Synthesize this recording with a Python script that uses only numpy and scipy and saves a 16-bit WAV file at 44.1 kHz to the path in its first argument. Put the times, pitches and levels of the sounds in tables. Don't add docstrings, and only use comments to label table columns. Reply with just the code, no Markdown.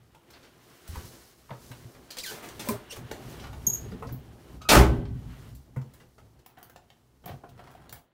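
import sys
import numpy as np
from scipy import signal
from scipy.fft import rfft, irfft, next_fast_len
from scipy.io import wavfile
from scipy.ndimage import uniform_filter1d, map_coordinates

SR = 44100
rng = np.random.default_rng(int(sys.argv[2]) if len(sys.argv) > 2 else 0)


def unload_wav(signal):
    wavfile.write(
        sys.argv[1],
        SR,
        np.round(np.clip(np.atleast_2d(signal).T, -1, 1) * 32767).astype(np.int16),
    )


def undo_db(level):
    steps = np.asarray(level, float) / 20
    return 10 ** steps


N = 358515

# freq_hz, density_db
FLOOR_SPECTRUM = [(18, -40.5), (30, -6.5), (70, 1), (127, 6.5), (273, -4.5), (394, -9.5), (684, -13),
                  (760, -12.5), (2230, -24.5), (14800, -28.5), (16000, -28.5)]
# time_s, level_db
FLOOR_LEVEL = [(0, -75.5), (7.95, -70.5), (8.13, -84.5)]

# freq_hz, density_db
BOOM_SPECTRUM = [(12, -45.5), (20, -19), (49, -4.5), (64, 2.5), (86, -8), (113, 0.5), (124, 1.5),
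                 (188, -13), (214, -11.5), (260, -9), (340, -34.5), (570, -120)]
SEAT_SPECTRUM = [(94, -36), (160, 0), (189, -7.5), (259, 1), (301, -4.5), (340, 2), (513, -6), (810, -8),
                 (1300, -19), (1690, -44.5), (2860, -120)]
SCUFF_SPECTRUM = [(590, -29.5), (1000, -2), (1410, -1.5), (1830, -3.5), (2540, -7), (2990, -5),
                  (4500, -13.5), (5850, -43.5), (9900, -120)]
HISS_SPECTRUM = [(2350, -28), (4000, -2.5), (5500, -1), (7840, -4.5), (13500, -6), (15100, -5.5),
                 (16000, -9.5)]
# time_s, effort_db
WEIGHT_EFFORT = [(0, -62.5), (.9, -64.5), (1.03, -52), (1.28, -62.5), (1.4, -66.5), (1.75, -52),
                 (2.05, -57), (2.16, -62.5), (2.71, -50.5), (2.94, -58), (3.03, -45.5), (3.5, -45),
                 (3.76, -43.5), (4.13, -40.5), (4.25, -53.5), (4.55, -48), (4.66, -49.5), (5.72, -58.5),
                 (5.89, -51.5), (6.12, -64), (6.24, -55.5), (6.51, -69.5), (6.63, -61.5), (7.15, -66.5),
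                 (7.38, -52.5), (7.67, -58), (7.86, -54.5), (8, -62), (8.13, -78)]
# time_s, effort_db, crispness_db
RUB_EFFORT = [(.2, -71.5, -3), (.37, -60, -6.5), (.51, -67, -3.5), (.68, -62.5, 0), (.85, -62.5, 1),
              (.95, -52.5, 0), (1.09, -58.5, 4.5), (1.34, -66.5, 3.5), (1.48, -67.5, 0.5),
              (1.55, -64.5, 2.5), (1.65, -63, 5.5), (1.73, -60.5, 2.5), (2.05, -64.5, 0), (2.16, -59, -4),
              (2.3, -57.5, 15.5), (2.41, -53, -10.5), (2.57, -55.5, -2), (2.71, -55.5, -8),
              (3.03, -59.5, -8), (3.16, -56, -5), (3.32, -53.5, -0.5), (3.4, -54.5, -5), (3.51, -64, -0.5),
              (3.76, -57, -1), (3.94, -60.5, -5), (4.2, -66.5, -2), (4.55, -61.5, -4), (4.68, -76, 3),
              (4.95, -60.5, -5.5), (5.076, -71, -1), (5.26, -62, -4), (5.38, -61, -2.5), (5.48, -60, -3.5),
              (5.57, -73, 5.5), (5.72, -74.5, -1), (6, -69.5, 0), (6.12, -78, 4), (6.3, -74.5, 0.5),
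              (6.63, -72, -13.5), (6.9, -75.5, -0.5), (7.2, -78.5, 1), (7.3, -71.5, 6), (7.4, -74, 1),
              (7.67, -71.5, -5), (7.86, -67, -8), (8, -80, -14)]
SEAT_DB, SEAT_SHARE_OF_WEIGHT = 2, .4
# peak_db, fall_db_per_s
SHUDDER_LAYERS = [(-28.5, 33.5), (-34.5, 92), (-52.5, 94), (-61.5, 99.5)]
SHUDDER_PEAK_S, SHUDDER_RISE_DB_PER_S = 4.89, 150

# freq_hz, t60_s
CAB_DECAY = [(100, 0.32), (500, 0.34), (2000, 0.21), (6000, 0.23), (15000, .2)]

# start_s, level_db, heaviness_db, crispness_db, contact_s
TAP_EVENTS = [(.1466, -54, 2, -10, 0.0054), (.3022, -49, -6.5, -6.5, 0.0071), (.3284, -48, -9, -32, 0.017),
              (.4224, -53, -7, -17, 0.028), (.8764, -44, -6, 0, 0.006), (.95, -51.5, 8.5, -2, 0.015),
              (1.4894, -58, 13, -23, 0.009), (1.5055, -44.5, 13.5, -37, 0.005),
              (1.714, -43, 1.5, -10, 0.0056), (1.948, -52, 5, -25, .0049),
              (2.1038, -30.5, -16.5, -13.5, 0.0081), (2.167, -31, -10, -11, 0.0084),
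              (2.1837, -24, -35, -14, 0.0045), (2.2018, -36, -28, -20, .0058),
              (2.2335, -38, -25, -4, 0.011), (2.2598, -31, -22, -9, 0.0073),
              (2.2894, -43.5, -1.5, -7, 0.061), (2.4219, -44.5, -0.5, -6, 0.032),
              (2.4877, -35, -6, -10, 0.0024), (2.5925, -32.5, -6, -9, 0.014),
              (2.6394, -41, -4.5, -6.5, 0.033), (2.6868, -27, -3.5, 2.5, 0.0033),
              (2.7193, -35.5, -8, -45, 0.005), (2.7494, -60, 17, -17, 0.01), (2.9052, -39, -13, -9, 0.01),
              (2.9198, -39, -8, -11, 0.013), (2.9589, -42, 0, -3.5, 0.0093), (3.1123, -31, 1, -13, 0.0034),
              (3.3925, -42.5, -10, -24, 0.014), (3.4194, -44.5, -5, -20, 0.01),
              (3.4367, -41.5, 1.5, -29, 0.011), (3.4698, -44, 2, -15, 0.0046),
              (3.529, -46, 5.5, -14.5, 0.005), (3.9144, -48, -1, -25, 0.0098),
              (4.0229, -51.5, 16.5, -6, 0.0077), (4.069, -46.5, -13, -15, 0.007),
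              (4.0894, -50, 3, -14, 0.007), (4.124, -48, -16, 14.5, 0.0041),
              (4.6146, -40.5, -8.5, -19, 0.0086), (5.0534, -47.5, -5, -29, 0.0056),
              (5.5494, -54.5, -14, 4, 0.0055), (5.7603, -56.5, 15, -2, 0.0078),
              (5.8147, -49, -4, -17, 0.0039), (5.9353, -52, -1.5, 0, .0074),
              (5.9995, -54.5, 1.5, -13, 0.012), (6.1794, -55, 3, -13, .009),
              (6.389, -57.5, -5, -11, 0.0069)]
# start_s, level_db, pitch_hz
THUMP_EVENTS = [(.891, -30, 82), (0.93, -35, 99), (0.955, -35, 960), (.969, -28.5, 74), (1.047, -40, 100),
                (1.494, -48, 1100), (1.507, -47, 745), (1.514, -33, 125), (1.706, -34.5, 122.5),
                (1.85, -38, 121.6), (2.592, -40, 540), (2.659, -40, 382), (2.673, -26, 575),
                (2.687, -21.5, 224), (2.691, -21, 1023), (2.704, -22, 413), (2.707, -33, 297),
                (2.718, -27.5, 114.5), (2.739, -33, 618), (2.977, -35, 124.6), (3.111, -31, 450),
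                (3.672, -28.5, 191.4), (3.69, -35, 403), (3.859, -36, 386), (3.925, -27, 187),
                (3.947, -31, 255), (4.021, -28.5, 463), (4.119, -28.5, 129), (4.539, -34, 125),
                (5.763, -36, 500), (5.769, -21, 129), (7.26, -38, 178), (7.262, -35, 726),
                (7.291, -36, 343), (7.298, -34, 700), (7.303, -36, 97.3), (7.33, -33, 130),
                (7.436, -37, 783), (7.594, -46, 705)]
THUMP_T60_AT_120_HZ_S, THUMP_T60_POWER = .13, -.45

# time_s, pitch_hz, level_db
SQUEAL_GLIDES = [
    [(2.18, 1964, -52), (2.198, 3200, -50), (2.205, 3970, -38), (2.21, 4000, -60)],
    [(2.229, 2620, -68), (2.236, 2475, -42.5), (2.25, 1890, -44.5), (2.265, 1622, -48), (2.3, 1500, -46),
     (2.325, 1700, -58)],
    [(2.31, 442, -64), (2.32, 434, -40.5), (2.36, 440, -52)],
    [(2.897, 3070, -57), (2.914, 2764, -45.5), (2.935, 3220, -49)],
    [(4.61, 1290, -54), (4.62, 1250, -46), (4.646, 1300, -57), (4.654, 1272, -40.5), (4.69, 1260, -43.5)],
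]
# overtone_tilt_db per partial, pitch_jitter (ratio before smoothing)
SQUEAL_VOICES = [(-11, .11), (-4.5, 0.23), (-20, 0.12), (-4.5, 0.48), (-24.5, .2)]
# start_s, level_db, pitch_hz, length_s
CHIRP_EVENTS = [(3.667, -16, 6620, 0.0086), (3.699, -30, 7100, 0.0035), (3.733, -24, 6660, 0.009),
                (3.75, -32, 6550, 0.0096)]

# start_s, level_db, heaviness_db, crispness_db, contact_s
KEY_EVENTS = [(6.4608, -49, 3, 5, 0.0024), (6.4994, -58, -5, -15, 0.004), (6.572, -55, 6.5, -20, 0.0067),
              (6.5844, -58.5, 7.5, 4, .003), (6.6284, -44.5, -3, 6, 0.0018), (6.6967, -55, 4.5, 4, 0.0036),
              (6.7591, -43.5, -1, -13.5, 0.0042), (6.9024, -49, -3.5, -23, 0.0029),
              (7.238, -58, 8, -20, 0.007), (7.2575, -43.5, 0, 4, 0.0039), (7.2744, -43, 1.5, -25, 0.0092),
              (7.2917, -46, 4, -21, 0.0075), (7.31, -54, 6.5, -17, 0.01), (7.4377, -63, 20.5, -15, 0.0063),
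              (7.4904, -53.5, -10, -6, 0.0047), (7.575, -57, 2.5, -18, 0.0084),
              (7.5911, -50, 7, -25, 0.0054), (7.639, -51, 2, -18, 0.0026), (7.672, -49, 3.5, -24, 0.0044),
              (7.7114, -54, -1, -4, 0.0049), (7.7492, -57.5, 9, -10, 0.0051),
              (7.8932, -40, -11, -11, 0.003), (7.9252, -40.5, 0, 4, 0.0032), (7.955, -58, 0, -9.5, 0.02)]
# freq_hz, width_hz, gain_db
COLUMN_MODES = [(195, 60, 2), (710, 50, 8), (1075, 110, 1.5), (1700, 200, 0.5), (3200, 360, 4.5),
                (4020, 105, 2), (6980, 220, -1.5), (8370, 190, -12), (9960, 270, 0.5), (11600, 207, -4),
                (12860, 230, 8.5), (15450, 300, 9.5)]
# start_s, end_s, level_db
JINGLE_SPANS = [(6.584, 6.662, -64.5), (7.587, 7.86, -63.5)]
JINGLE_EDGE_DB_PER_S = 280

# start_s, level_db, heaviness_db, crispness_db, contact_s
LATCH_EVENTS = [(4.6881, -8.5, -9.5, -13, .0082), (4.6976, -8, -8.5, -16.5, .012)]
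# start_s, level_db, hardness_db_per_octave
PANEL_BLOWS = [(4.716, -22.5, 3), (4.743, -21, 4.5), (4.765, -11, -3.5), (4.784, -16.5, -2),
               (4.798, -14.5, -4), (4.825, -27.5, 4), (4.85, -22.5, -2), (4.891, -22, -5), (4.94, -30.5, 0),
               (4.979, -29, -3)]
# freq_hz, level_db, t60_s
PANEL_MODES = [(53.4, -6.5, 0.2), (62, 4, 0.16), (100, 2, 0.095), (122, -3.5, 0.49), (178, -7, 0.39),
               (196, -1.5, 0.22), (239.3, 3.5, 0.14), (330, 0, 0.2), (393.7, -5, 0.51), (551, -7.5, 0.18),
               (635, -8, 0.14), (865, -11, 0.12), (1100, -15.5, 0.18), (1533, -23.5, .5), (2020, -41.5, .8)]
RATTLE_START_S, RATTLE_FIRST_GAP_S, RATTLE_GAP_RATIO, RATTLE_HOLD_S = 4.7144, .0155, 1.1, .029
RATTLE_DB, RATTLE_FALL_DB_PER_S, RATTLE_DULLS_DB_PER_S = -13.5, 200.5, 90.5

# freq_hz, gain_db
MIC_RESPONSE = [(15700, 0), (16000, -23)]


def unit(x):
    return x / np.sqrt(np.mean(x ** 2) + 1e-20)


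def along(points, hz):
    f, v = np.transpose(points)
    return np.interp(np.log(hz + 1), np.log(f + 1), v)


def filtered(x, points):
    m = next_fast_len(len(x) + 4096)
    gain = undo_db(along(points, np.fft.rfftfreq(m, 1 / SR)))
    return irfft(rfft(x, m) * gain, m)[:len(x)]


def wobble(knots_per_s):
    knots = rng.standard_normal(int(N * knots_per_s / SR) + 4)
    return map_coordinates(knots, [np.arange(N) * knots_per_s / SR])


def curves(rows):
    s, *cols = np.transpose(rows)
    return [np.interp(np.arange(N) / SR, s, c) for c in cols]


def add(track, start_s, sound):
    part = track[max(round(start_s * SR), 0):][:len(sound)]
    part += sound[:len(part)]


def in_cab(x, wet_db):
    hz, t, z = signal.stft(rng.standard_normal(SR // 2), SR, nperseg=256)
    decay = undo_db(-60 * t / along(CAB_DECAY, hz)[:, None])
    tail = signal.istft(z * decay, SR, nperseg=256)[1]
    tail *= undo_db(wet_db) / np.linalg.norm(tail)
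    tail[0] = 1
    return signal.fftconvolve(x, tail)


def ringing(x, modes):
    for hz, width_hz, gain_db in modes:
        b, a = signal.iirpeak(hz, hz / width_hz, SR)
        x = x + (undo_db(gain_db) - 1) * signal.lfilter(b, a, x)
    return x


def floor():
    level_db, = curves(FLOOR_LEVEL)
    return undo_db(level_db) * unit(filtered(rng.standard_normal(N), FLOOR_SPECTRUM))


def rustle(spectrum, grain_db, knots_per_s, depth_db):
    grain = uniform_filter1d(rng.exponential(size=N) ** 2, size=40)
    grainy = rng.standard_normal(N) * undo_db(grain_db * grain)
    return unit(filtered(grainy, spectrum) * undo_db(depth_db * wobble(knots_per_s)))


def moves():
    weight_db, = curves(WEIGHT_EFFORT)
    rub_db, crisp_db = curves(RUB_EFFORT)
    seat_db = SEAT_DB + SEAT_SHARE_OF_WEIGHT * weight_db + (1 - SEAT_SHARE_OF_WEIGHT) * rub_db
    levels_db = [weight_db, seat_db, rub_db, rub_db + crisp_db]
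    layers = [rustle(BOOM_SPECTRUM, grain_db=-1, knots_per_s=15, depth_db=-3.2),
              rustle(SEAT_SPECTRUM, grain_db=1.2, knots_per_s=25, depth_db=1.5),
              rustle(SCUFF_SPECTRUM, grain_db=1.5, knots_per_s=30, depth_db=1.3),
              rustle(HISS_SPECTRUM, grain_db=1.5, knots_per_s=30, depth_db=.9)]
    after_s = np.arange(N) / SR - SHUDDER_PEAK_S
    latched = after_s > LATCH_EVENTS[0][0] - SHUDDER_PEAK_S
    out = np.zeros(N)
    for level_db, layer, (peak_db, fall) in zip(levels_db, layers, SHUDDER_LAYERS):
        shake = undo_db(peak_db + np.minimum(SHUDDER_RISE_DB_PER_S * after_s, -fall * after_s)) * latched
        out += np.hypot(undo_db(level_db), shake) * layer
    return out


def contacts(rows, wet_db, body=()):
    out, t = np.zeros(N), np.arange(SR // 8) / SR
    for start_s, level_db, mid_db, top_db, contact_s in rows:
        high_db = 0.55 * min(top_db, 3) - 1.1 * max(top_db - 2.5, 0) - 4.0
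        colour = [(150, mid_db + 6.5), (500, mid_db + 11.5), (1400, mid_db + 7.0),
                  (3000, 1.0 + 0.28 * mid_db), (4500, -2.2 - 0.14 * mid_db), (7500, high_db + 4.5),
                  (10500, (high_db + top_db) / 2 + 1.5), (14000, top_db + 1.0)]
        life_s = np.clip(contact_s, .001, .06)
        roughness = uniform_filter1d(rng.standard_normal(len(t)), size=30) * np.sqrt(30)
        grit = rng.standard_normal(len(t)) * undo_db(3 * roughness)
        envelope = np.exp(-t / life_s) * (1 - np.exp(-t / (0.37 * life_s)))
        scrape = filtered(grit, colour) * envelope
        add(out, start_s, undo_db(level_db + 4) * in_cab(ringing(scrape, body), wet_db))
    return out


def thumps():
    out, t = np.zeros(N), np.arange(SR // 3) / SR
    for start_s, level_db, hz in THUMP_EVENTS:
        t60_s = THUMP_T60_AT_120_HZ_S * (hz / 120) ** THUMP_T60_POWER
        neighbour = np.sin(2 * np.pi * hz * rng.uniform(1.3, 2.4) * t)
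        ring = np.sin(2 * np.pi * hz * t) + .4 * undo_db(-40 * t / t60_s) * neighbour
        envelope = undo_db(-60 * t / t60_s) * (1 - np.exp(-t / 0.0022))
        add(out, start_s, undo_db(level_db) * in_cab(ring * envelope, wet_db=-7.5))
    return out


def squeals():
    out = np.zeros(N)
    for rows, (tilt_db, jitter) in zip(SQUEAL_GLIDES, SQUEAL_VOICES):
        s, hz, level_db = np.transpose(rows)
        t = np.arange(s[0], s[-1], 1 / SR)
        shake = 1 + jitter * uniform_filter1d(rng.standard_normal(len(t)), size=60)
        phase = 2 * np.pi * np.cumsum(np.interp(t, s, hz) * shake) / SR
        tone = sum(undo_db(k * tilt_db - 2.7 * k * (k - 2.5)) * np.sin((k + 1) * phase) for k in range(4))
        level = np.sqrt(2) * undo_db(np.interp(t, s, level_db))
        add(out, s[0], in_cab(level * tone, wet_db=-7.5))
    return out


def chirps():
    out = np.zeros(N)
    for start_s, level_db, hz, length_s in CHIRP_EVENTS:
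        t = np.arange(round(length_s * SR)) / SR
        roughness = np.cumsum(uniform_filter1d(rng.standard_normal(len(t)), size=50)) * .08
        phase = 2 * np.pi * hz * t + roughness
        tone = np.sin(phase) + 0.37 * np.sin(2 * phase)
        envelope = np.sin(np.pi * t / length_s) ** 0.27
        add(out, start_s, undo_db(level_db) * in_cab(tone * envelope, wet_db=-1.0))
    return out


def jingle():
    touched = rng.random(N) < 900 / SR
    touches = rng.standard_normal(N) * rng.exponential(size=N) ** .5 * touched
    colour = [(300, -20.0), (800, 8.5), (1700, 7), (2800, -9), (5000, -10.5), (11500, -12),
              (13000, -19.5), (16000, -18)]
    bunch = ringing(filtered(touches, colour), COLUMN_MODES)
    t = np.arange(N) / SR
    handled = np.zeros(N)
    for start_s, end_s, level_db in JINGLE_SPANS:
        outside_s = np.maximum(np.maximum(start_s - t, t - end_s), 0)
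        handled += undo_db(level_db - JINGLE_EDGE_DB_PER_S * outside_s)
    return in_cab(handled * unit(bunch), wet_db=-2.5)[:N]


def keys():
    return contacts(KEY_EVENTS, wet_db=-0.3, body=COLUMN_MODES) + jingle()


def rattle(count):
    late_s = RATTLE_FIRST_GAP_S * (RATTLE_GAP_RATIO ** np.arange(count) - 1) / (RATTLE_GAP_RATIO - 1)
    rows = []
    for d in late_s:
        level_db = RATTLE_DB - RATTLE_FALL_DB_PER_S * max(d - RATTLE_HOLD_S, 0)
        rows.append((RATTLE_START_S + d, level_db, 3 + 22 * d, -6 - RATTLE_DULLS_DB_PER_S * d, .01))
    return rows


def door():
    out = contacts(LATCH_EVENTS + rattle(count=11), wet_db=-1.0)
    t = np.arange(SR // 2) / SR
    for start_s, level_db, hardness_db in PANEL_BLOWS:
        scatter_db = rng.normal(0, 2.5, len(PANEL_MODES))
        ring = np.zeros(len(t))
        for (hz, mode_db, t60_s), more_db in zip(PANEL_MODES, scatter_db):
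            struck_db = mode_db + more_db + hardness_db * np.log2(hz / 120)
            cycles = hz * rng.normal(1, 0.024) * t + .25 * rng.random()
            ring += undo_db(struck_db - 60 * t / t60_s) * np.sin(2 * np.pi * cycles)
        onset = 1 - np.exp(-t / .005)
        add(out, start_s, undo_db(level_db - 4.0) * in_cab(ring * onset, wet_db=-8.0))
    return out


def scene():
    background = floor() + moves()
    hits = contacts(TAP_EVENTS, wet_db=1.5) + thumps() + keys() + door()
    return (background + squeals() + chirps() + hits)[None]


def low_pass(x):
    return signal.sosfilt(signal.butter(12, 16640, fs=SR, output="sos"), x)


def record(dry):
    x = filtered(dry[0], MIC_RESPONSE)[None]
    ceiling, knee = .95, 3.5
    mix = x / (1 + np.abs(x / ceiling) ** knee) ** (1 / knee)
    return low_pass(mix)


dry = scene()
out = record(dry)
unload_wav(out)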